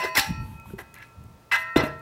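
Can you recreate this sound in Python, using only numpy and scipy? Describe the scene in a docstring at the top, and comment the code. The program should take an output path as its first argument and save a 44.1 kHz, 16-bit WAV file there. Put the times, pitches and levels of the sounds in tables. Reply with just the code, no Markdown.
"""A spoked wheel is pulled off the threaded rod of a steel stand, turned over and dropped back on, in a workshop.
First the hub rasps and squeals along the rod, whose catches excite its resonances, over ringing metal modes.
Then low thuds, ticks, brushes of hiss and the swung wheel's air, as lumpy low noise, are heard as it turns.
At 1.5 s the hub rasps back on, and at 1.76 s the tyre thuds home as a damped low tone and the metal rings again.
Echoes of the shop, a noise floor and mains hum lie under it all."""
import sys
import numpy as np
from scipy import signal
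from scipy.fft import rfft, irfft, next_fast_len
from scipy.io import wavfile

SR = 44100
rng = np.random.default_rng(int(sys.argv[2]) if len(sys.argv) > 2 else 0)


def to_wav(sig):
    """Store sig (one row per channel, or 1-D mono) as 16-bit WAV at the path in sys.argv[1].

    Samples outside -1..1 are clipped; the rate is SR.
    """
    pcm = np.clip(np.atleast_2d(sig), -1, 1) * 32767
    pcm = np.round(pcm).astype(np.int16)
    wavfile.write(sys.argv[1], SR, pcm.T)  # frames by channels


def voltage_ratio(level):
    """Linear amplitude factor for a level in decibels (scalar or array-like)."""
    return 10 ** (np.asarray(level, float) / 20)


N = 89037  # length in samples


def rms_one(x):
    """Scale to rms 1."""
    return x / np.sqrt(np.mean(x ** 2) + 1e-20)


def coloured(x, spectrum, low_hz=0., high_hz=30000.):
    """Weight x by a spectrum in (Hz, dB) between two steep edges, then scale to rms 1."""
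    hz = np.arange(1, N // 2 + 2) * SR / N
    f, db = np.transpose(spectrum)
    edges = 1 / np.sqrt((1 + (low_hz / hz) ** 8) * (1 + (hz / high_hz) ** 8))
    weight = voltage_ratio(np.interp(np.log(hz), np.log(f), db)) * edges
    return rms_one(irfft(rfft(x) * weight, N))


def drift(rate_hz):
    """Slow random wandering of spread 1: noise smoothed twice above rate_hz."""
    r = np.exp(-80 * np.pi * rate_hz / SR)
    # made at every 40th sample; the first 2000 values let the filter settle
    slow = signal.lfilter([1], [1, -2 * r, r * r], rng.standard_normal(N // 40 + 2002))[2000:]
    return np.interp(np.arange(N) / 40, np.arange(len(slow)), rms_one(slow))


def ring(x, hz, t60):
    """A resonance: a unit click sets a sine of height 1 ringing, which falls 60 dB in t60 seconds."""
    r, w = voltage_ratio(-60 / (t60 * SR)), 2 * np.pi * hz / SR
    return signal.lfilter([0, np.sin(w)], [1, -2 * r * np.cos(w), r * r], x + 1e-18)


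# Rasps of hub on rod. Each entry: level of the low band over the middle one in dB, then its rows.
# Each row: time in seconds, level of the middle band in dB, treble over that level in dB.
RASP_ROWS = [(-3.5, [(0, -40.5, -2), (.034, -34.5, -13), (.037, -29.5, -8.5), (.05, -31.5, -6),
             (.06, -33.5, -12.5), (.1, -55, 1)]), (-13.5, [(.149, -24.5, -4), (.168, -26.5, -5),
             (.176, -21, -5), (.186, -21, 0), (.2, -24.5, 4.5), (.212, -33.5, 3.5), (.278, -47.5, 1)]),
             (1, [(.781, -50.5, -32), (.79, -38.5, -13), (.81, -52, -16), (.828, -62, -25)]),
             (-42, [(.938, -54.5, -4), (.966, -50.5, -25), (1.012, -50, -26), (1.03, -45, -11),
             (1.044, -51.5, -17), (1.066, -67, -5)]), (-31.5, [(1.513, -19.5, -28), (1.521, -19, -16),
             (1.541, -25.5, -15), (1.553, -21.5, -15), (1.567, -27.5, -21), (1.611, -53, -4),
             (1.68, -52, -30)]), (-2, [(1.759, -6.5, -29), (1.765, -29.5, -7.5), (1.779, -26, -5),
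             (1.79, -27, -11), (1.8, -25, -18), (1.815, -29.5, -17), (1.833, -36, -41), (1.838, -28.5, -14),
             (1.85, -35.5, -16), (1.907, -48, -22)])]
# Edges of the low, middle and treble bands, in Hz.
RASP_BAND_EDGES = [300, 1200, 5000, 16500]
# Tone colour of the rasps. Each row: frequency in Hz, relative level in dB.
RASP_SPECTRUM = [(180, -71), (300, 14), (1430, 3), (2030, 6), (2400, 1.5), (5370, -21.5), (6670, -15.5),
                 (13000, -34), (15700, -21.5), (16500, -57)]
# Short resonances of the hub while it touches the rod. Each row: frequency in Hz, width in Hz, middle level in dB.
HUB_RESONANCES = [(1036, 72, 4), (1607, 30, 5.5), (1697, 17.2, 16), (2050, 40, 11.5), (2761, 51, 6.5),
                  (3700, 26, 0.5), (4150, 124, 8.5), (4550, 350, 4), (5253, 90, 13.5), (5720, 98, 10.5),
                  (6125, 90, 6), (8225, 100, 1.5), (12540, 1500, 13)]


def rasps():
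    """Dense catches of the hub on the thread, in three bands, through the hub's short resonances."""
    catches_per_s, catch_spread_db = 4500, 3
    bare_db = -6  # the catches without resonance
    shift_db, shift_hz = 4, 25  # each resonance comes and goes as the contact shifts
    rise_s, fade_s = 0.0038, 0.025
    t, out = np.arange(N) / SR, np.zeros(N)
    sizes = voltage_ratio(catch_spread_db * np.minimum(rng.exponential(1, N), 4)) * rng.choice([-1, 1], N)
    catches = sizes * (rng.random(N) < catches_per_s / SR)
    body = voltage_ratio(bare_db) * catches
    for hz, width_hz, db in HUB_RESONANCES:
        t60 = np.log(1000) / (np.pi * width_hz)
        peak_one = 2 * np.pi * width_hz / SR  # brings the resonance's peak gain to about 1
        body += voltage_ratio(db + shift_db * drift(shift_hz)) * peak_one * ring(catches, hz, t60)
    low, mid, high = [coloured(body, RASP_SPECTRUM, a, b)
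                      for a, b in zip(RASP_BAND_EDGES, RASP_BAND_EDGES[1:])]
    for low_db, rows in RASP_ROWS:
        s, level_db, high_db = np.transpose(rows)
        gate = np.clip((t - s[0]) / rise_s, 0, 1) * np.exp(-np.maximum(t - s[-1], 0) / fade_s)
        bands = mid + voltage_ratio(low_db) * low + voltage_ratio(np.interp(t, s, high_db)) * high
        out += gate * voltage_ratio(np.interp(t, s, level_db)) * bands
    return out


# Knocks that leave the metal ringing.
# Each row: start in seconds, contact length in seconds, share of the free ringing time.
KNOCK_ROWS = [(-.03, 0.032, 1.37), (0.142, 0.084, 1.7), (1.514, 0.018, 0.96), (1.762, 0.0077, 0.61)]
# Modes of wheel and stand: their frequencies in Hz.
MODE_HZ = [463, 646, 797, 872, 911, 1014, 1339, 1344, 1551, 1853, 2027, 2480, 2530, 2612, 2732, 2914, 4484,
           5383, 5700]
# Each row, one per mode: free time to fall 60 dB in seconds, then level in dB after each of the four knocks.
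MODE_ROWS = [(1.26, -69, -67, -73, -35), (0.82, -38.5, -57, -43.5, -24.5), (0.12, -39, -31, -37, -56),
             (0.93, -53, -39, -75, -64), (3.2, -73, -54, -53.5, -48.5), (0.73, -27, -48.5, -32, -30),
             (1.34, -47.5, -44.5, -32, -28), (11, -71.5, -54.5, -43.5, -52), (1, -63, -75, -40, -49),
             (1.47, -39, -52, -27, -37), (0.44, -29, -67, -19.5, -59), (0.46, -43, -42.5, -56, -62),
             (2.5, -42.5, -49.5, -46, -49), (0.75, -39, -49, -36.5, -38.5), (0.17, -43, -62, -48, -57),
             (0.33, -42, -46.5, -35.5, -36.5), (1.18, -47.5, -54.5, -56.5, -56), (0.22, -46, -45, -64, -65),
             (0.39, -47, -46, -47, -68)]
# The higher modes while the wheel is turned in the air. Each row: time in seconds, change of level in dB.
TURN_ROWS = [(.3, 2), (.41, 4), (.52, -11.5), (.6, 2.5), (.76, -7.5), (1.0, 2.5), (1.3, -5.5)]


def ringing():
    """Each knock builds the modes up during contact and chokes what rang before."""
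    # hands close on the wheel and quieten its modes; those of the stand, which ring longer, go on
    grip_s, grip_db_per_s_per_khz, stand_t60_s = 0.52, 60, 2.4
    turn_above_hz = 1200
    waver_db, waver_hz = 1.8, 5
    t, out = np.arange(N) / SR, np.zeros(N)
    in_air = (t > KNOCK_ROWS[1][0]) * (t < KNOCK_ROWS[2][0])
    turn_db = np.interp(t, *np.transpose(TURN_ROWS)) * in_air
    phases = rng.uniform(0, 2 * np.pi, (len(MODE_ROWS), len(KNOCK_ROWS)))
    for hz, (t60, *levels), row in zip(MODE_HZ, MODE_ROWS, phases):
        mode = np.zeros(N)
        for (s, length, share), db, phase in zip(KNOCK_ROWS, levels, row):
            built = np.clip((t - s) / length, 0, 1)
            decay_db = db - 60 * np.maximum(t - s - length, 0) / (t60 * share)
            if s < grip_s and t60 < stand_t60_s:
                decay_db = decay_db - grip_db_per_s_per_khz * hz / 1000 * np.maximum(t - grip_s, 0)
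            struck = np.sqrt(built) * voltage_ratio(decay_db) * np.sin(2 * np.pi * hz * t + phase)
            mode = mode * (1 - built) + struck
        if hz > turn_above_hz:
            mode = mode * voltage_ratio(turn_db)
        out += mode * voltage_ratio(waver_db * drift(waver_hz))
    return out


# Dull thuds of rubber and frame.
# Each row: start in seconds, level in dB ahead of rise and decay, frequency in Hz, time to fall 60 dB in seconds.
THUD_ROWS = [(0.046, -17.5, 417, 0.032), (0.178, -24.5, 273, 0.092), (0.3, -9.5, 159, 0.037),
             (0.304, -19.5, 258, 0.028), (0.381, -33, 150, 0.036), (0.707, -13, 220, 0.0068),
             (0.735, -25.5, 197, 0.05), (0.736, -27, 384, 0.055), (1.763, 4.5, 321, 0.021),
             (1.764, -26.5, 141, 0.72), (1.771, -25.5, 491.2, 0.3), (1.835, -6.5, 258, 0.022),
             (1.838, -27, 618, 0.31)]


def thuds():
    """A soft push builds up one low, damped resonance."""
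    rise_cycles = 0.54
    t, out = np.arange(N) / SR, np.zeros(N)
    for s, db, hz, t60 in THUD_ROWS:
        age = np.maximum(t - s, 0)
        rise = 1 - np.exp(-age * hz / rise_cycles)
        out -= voltage_ratio(db - 60 * age / t60) * rise * np.sin(2 * np.pi * hz * age)
    return out


# Small ticks. Each row: start in seconds, level of the crack in dB (noise of rms 0.28 is 0 dB),
# level of the ring in dB ahead of its soft start, frequency of the ring in Hz.
TICK_ROWS = [(0.599, -30, -24, 2300), (.657, -56, -24, 930), (0.702, -56, -25, 1470),
             (.790, -27, -11, 1950), (0.808, -40, -19, 1930), (0.942, -21.5, -25, 2020),
             (0.964, -42, -15, 2320), (0.986, -34, -17, 2050), (1.026, -34, -14, 2175),
             (1.071, -47, -42, 2250), (1.239, -36, -68, 12500), (1.838, -22, -14, 3330),
             (1.994, -39, -43, 3600)]


def ticks():
    """Small parts tick: a crack of bright noise and a few cycles of ringing."""
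    crack_s, ring_rise_s = 0.00083, 0.003
    ring_cycles = 10  # cycles in which the ring falls 60 dB
    t, out = np.arange(N) / SR, np.zeros(N)
    grit = np.diff(rng.standard_normal(N + 1)) / 5
    for s, crack_db, ring_db, hz in TICK_ROWS:
        click = np.zeros(N)
        click[int(s * SR)] = 1
        crack = grit * (t >= s) * np.exp(-np.maximum(t - s, 0) / crack_s)
        tone = ring(click, hz, ring_cycles / hz) * np.clip((t - s) / ring_rise_s, 0, 1)
        out += voltage_ratio(crack_db) * crack + voltage_ratio(ring_db) * tone
    return out


# Squeals of the hub slipping on the thread, and one high squeak.
# Each row: start in seconds, length in seconds, level in dB, frequency in Hz at the start and at the end.
SQUEAK_ROWS = [(0.019, 0.015, -36.5, 2700, 2720), (.168, 0.022, -18, 2147, 1738),
               (1.036, .03, -70, 9400, 9500), (1.515, 0.026, -26, 2610, 2630),
               (1.539, .018, -17, 1642, 1575), (1.762, 0.0081, -26, 3630, 3680)]


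def squeaks():
    """Brief gliding tones, rough because their level wanders fast."""
    rough_db, rough_hz, fade_s = 3, 150, 0.0025
    t, out = np.arange(N) / SR, np.zeros(N)
    rough = voltage_ratio(rough_db * drift(rough_hz))
    for s, length, db, hz, end_hz in SQUEAK_ROWS:
        turns = (t - s) * (hz + (end_hz - hz) * (t - s) / length / 2)
        gate = np.clip(np.minimum(t - s, s + length - t) / fade_s, 0, 1)
        out += voltage_ratio(db) * gate * rough * np.sin(2 * np.pi * turns)
    return out


# Soft brushes of cloth or glove. Each row: start in seconds, length in seconds, top level in dB.
BRUSH_ROWS = [(0.385, 0.2, -58.5), (0.648, 0.1, -56.5), (0.779, 0.046, -49), (0.95, 0.0082, -52),
              (1.574, 0.062, -49), (1.819, 0.065, -49)]
# Tone colour of the brushes. Each row: frequency in Hz, relative level in dB.
BRUSH_SPECTRUM = [(2940, 5), (5000, -8.5), (9860, 0), (13600, 3.5), (16000, -25), (16500, -32)]


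def brushes():
    """High hiss that swells and fades."""
    t, swell = np.arange(N) / SR, np.zeros(N)
    for s, length, db in BRUSH_ROWS:
        arch = np.sin(np.pi * np.clip((t - s) / length, 0, 1)).clip(0)
        swell += voltage_ratio(db) * np.sqrt(arch)
    return swell * coloured(rng.standard_normal(N), BRUSH_SPECTRUM)


# Air of the swung wheel on the microphone. Each row: time in seconds, level in dB.
BUFFET_ROWS = [(0, -49), (.16, -58.5), (.18, -35.5), (0.199, -34), (.23, -65), (0.271, -42), (0.299, -25),
               (.36, -39.5), (0.409, -28.5), (.46, -39), (.5, -37), (.57, -43.5), (.64, -53.5),
               (0.739, -39), (.79, -51.5), (1.13, -61), (1.18, -44.5), (1.22, -43), (1.3, -49), (1.41, -55),
               (1.5, -66), (1.521, -50.5), (1.57, -59.5), (1.755, -62), (1.768, -28), (1.82, -38),
               (2.02, -53.5)]
# Tone colour of that air. Each row: frequency in Hz, relative level in dB.
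BUFFET_SPECTRUM = [(12, -58.5), (20, -3), (56, 7), (81, 11.5), (195, 2.5), (232, -1), (500, -28.5),
                   (650, -91.5), (1100, -120)]


def buffet():
    """Lumpy low noise of air on the microphone."""
    lump_db, lump_hz = -0.5, 25
    s, db = np.transpose(BUFFET_ROWS)
    air = coloured(rng.standard_normal(N), BUFFET_SPECTRUM)
    lumps = rms_one(air * voltage_ratio(lump_db * drift(lump_hz)))
    return voltage_ratio(np.interp(np.arange(N) / SR, s, db)) * lumps


def shop(x):
    """Echoes of the workshop: ten feedback delays, duller on every round."""
    t60_s, wall_cut_hz, level_db = 0.42, 14000, -22
    size = next_fast_len(N + SR)  # room for the tail
    hz = np.arange(size // 2 + 1) * SR / size
    dull = 1 / (1 + 1j * hz / wall_cut_hz)
    echo = 0
    for k, lag_s in enumerate(rng.uniform(.015, .05, 10)):
        loop = voltage_ratio(-60 * lag_s / t60_s) * dull * np.exp(-2j * np.pi * hz * lag_s)
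        echo = echo + (-1) ** k * loop / (1 - loop)
    return voltage_ratio(level_db) * irfft(rfft(x, size) * echo, size)[:N]


# Tone colour of the noise floor. Each row: frequency in Hz, relative level in dB.
FLOOR_SPECTRUM = [(59, -16.5), (100, -5), (541, -5.5), (903, -9), (1240, -9.5), (1350, -16), (1750, -15),
                  (2460, -19), (13600, -29), (16500, -22)]


def noise_floor():
    """Steady coloured noise of the room, at -57.5 dB."""
    return voltage_ratio(-57.5) * coloured(rng.standard_normal(N), FLOOR_SPECTRUM)


# Mains hum. Each row: frequency in Hz, level in dB.
HUM_ROWS = [(120, -57.5)]


def mains_hum():
    """A steady sine for each row of the hum."""
    t = np.arange(N) / SR
    return sum(voltage_ratio(db) * np.sin(2 * np.pi * hz * t) for hz, db in HUM_ROWS)


def scene():
    """Wheel and stand in the shop, with air and room tone; the echoes leave out ringing and air."""
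    struck = rasps() + thuds() + ticks() + squeaks() + brushes()
    mix = struck + shop(struck) + ringing() + buffet() + noise_floor() + mains_hum()
    return mix[None]


def roll_off(x):
    """The treble ends steeply here."""
    return signal.sosfilt(signal.butter(12, 16830, fs=SR, output="sos"), x)


def record(dry):
    """The microphone loses both ends of the range."""
    low_cut = signal.butter(2, 41.5, "high", fs=SR, output="sos")
    high_cut = signal.cheby2(10, 50, 16790, fs=SR, output="sos")  # 50 dB down from 16790 Hz up
    mix = signal.sosfilt(np.vstack([low_cut, high_cut]), dry)
    return roll_off(mix)


dry = scene()
out = record(dry)
to_wav(out)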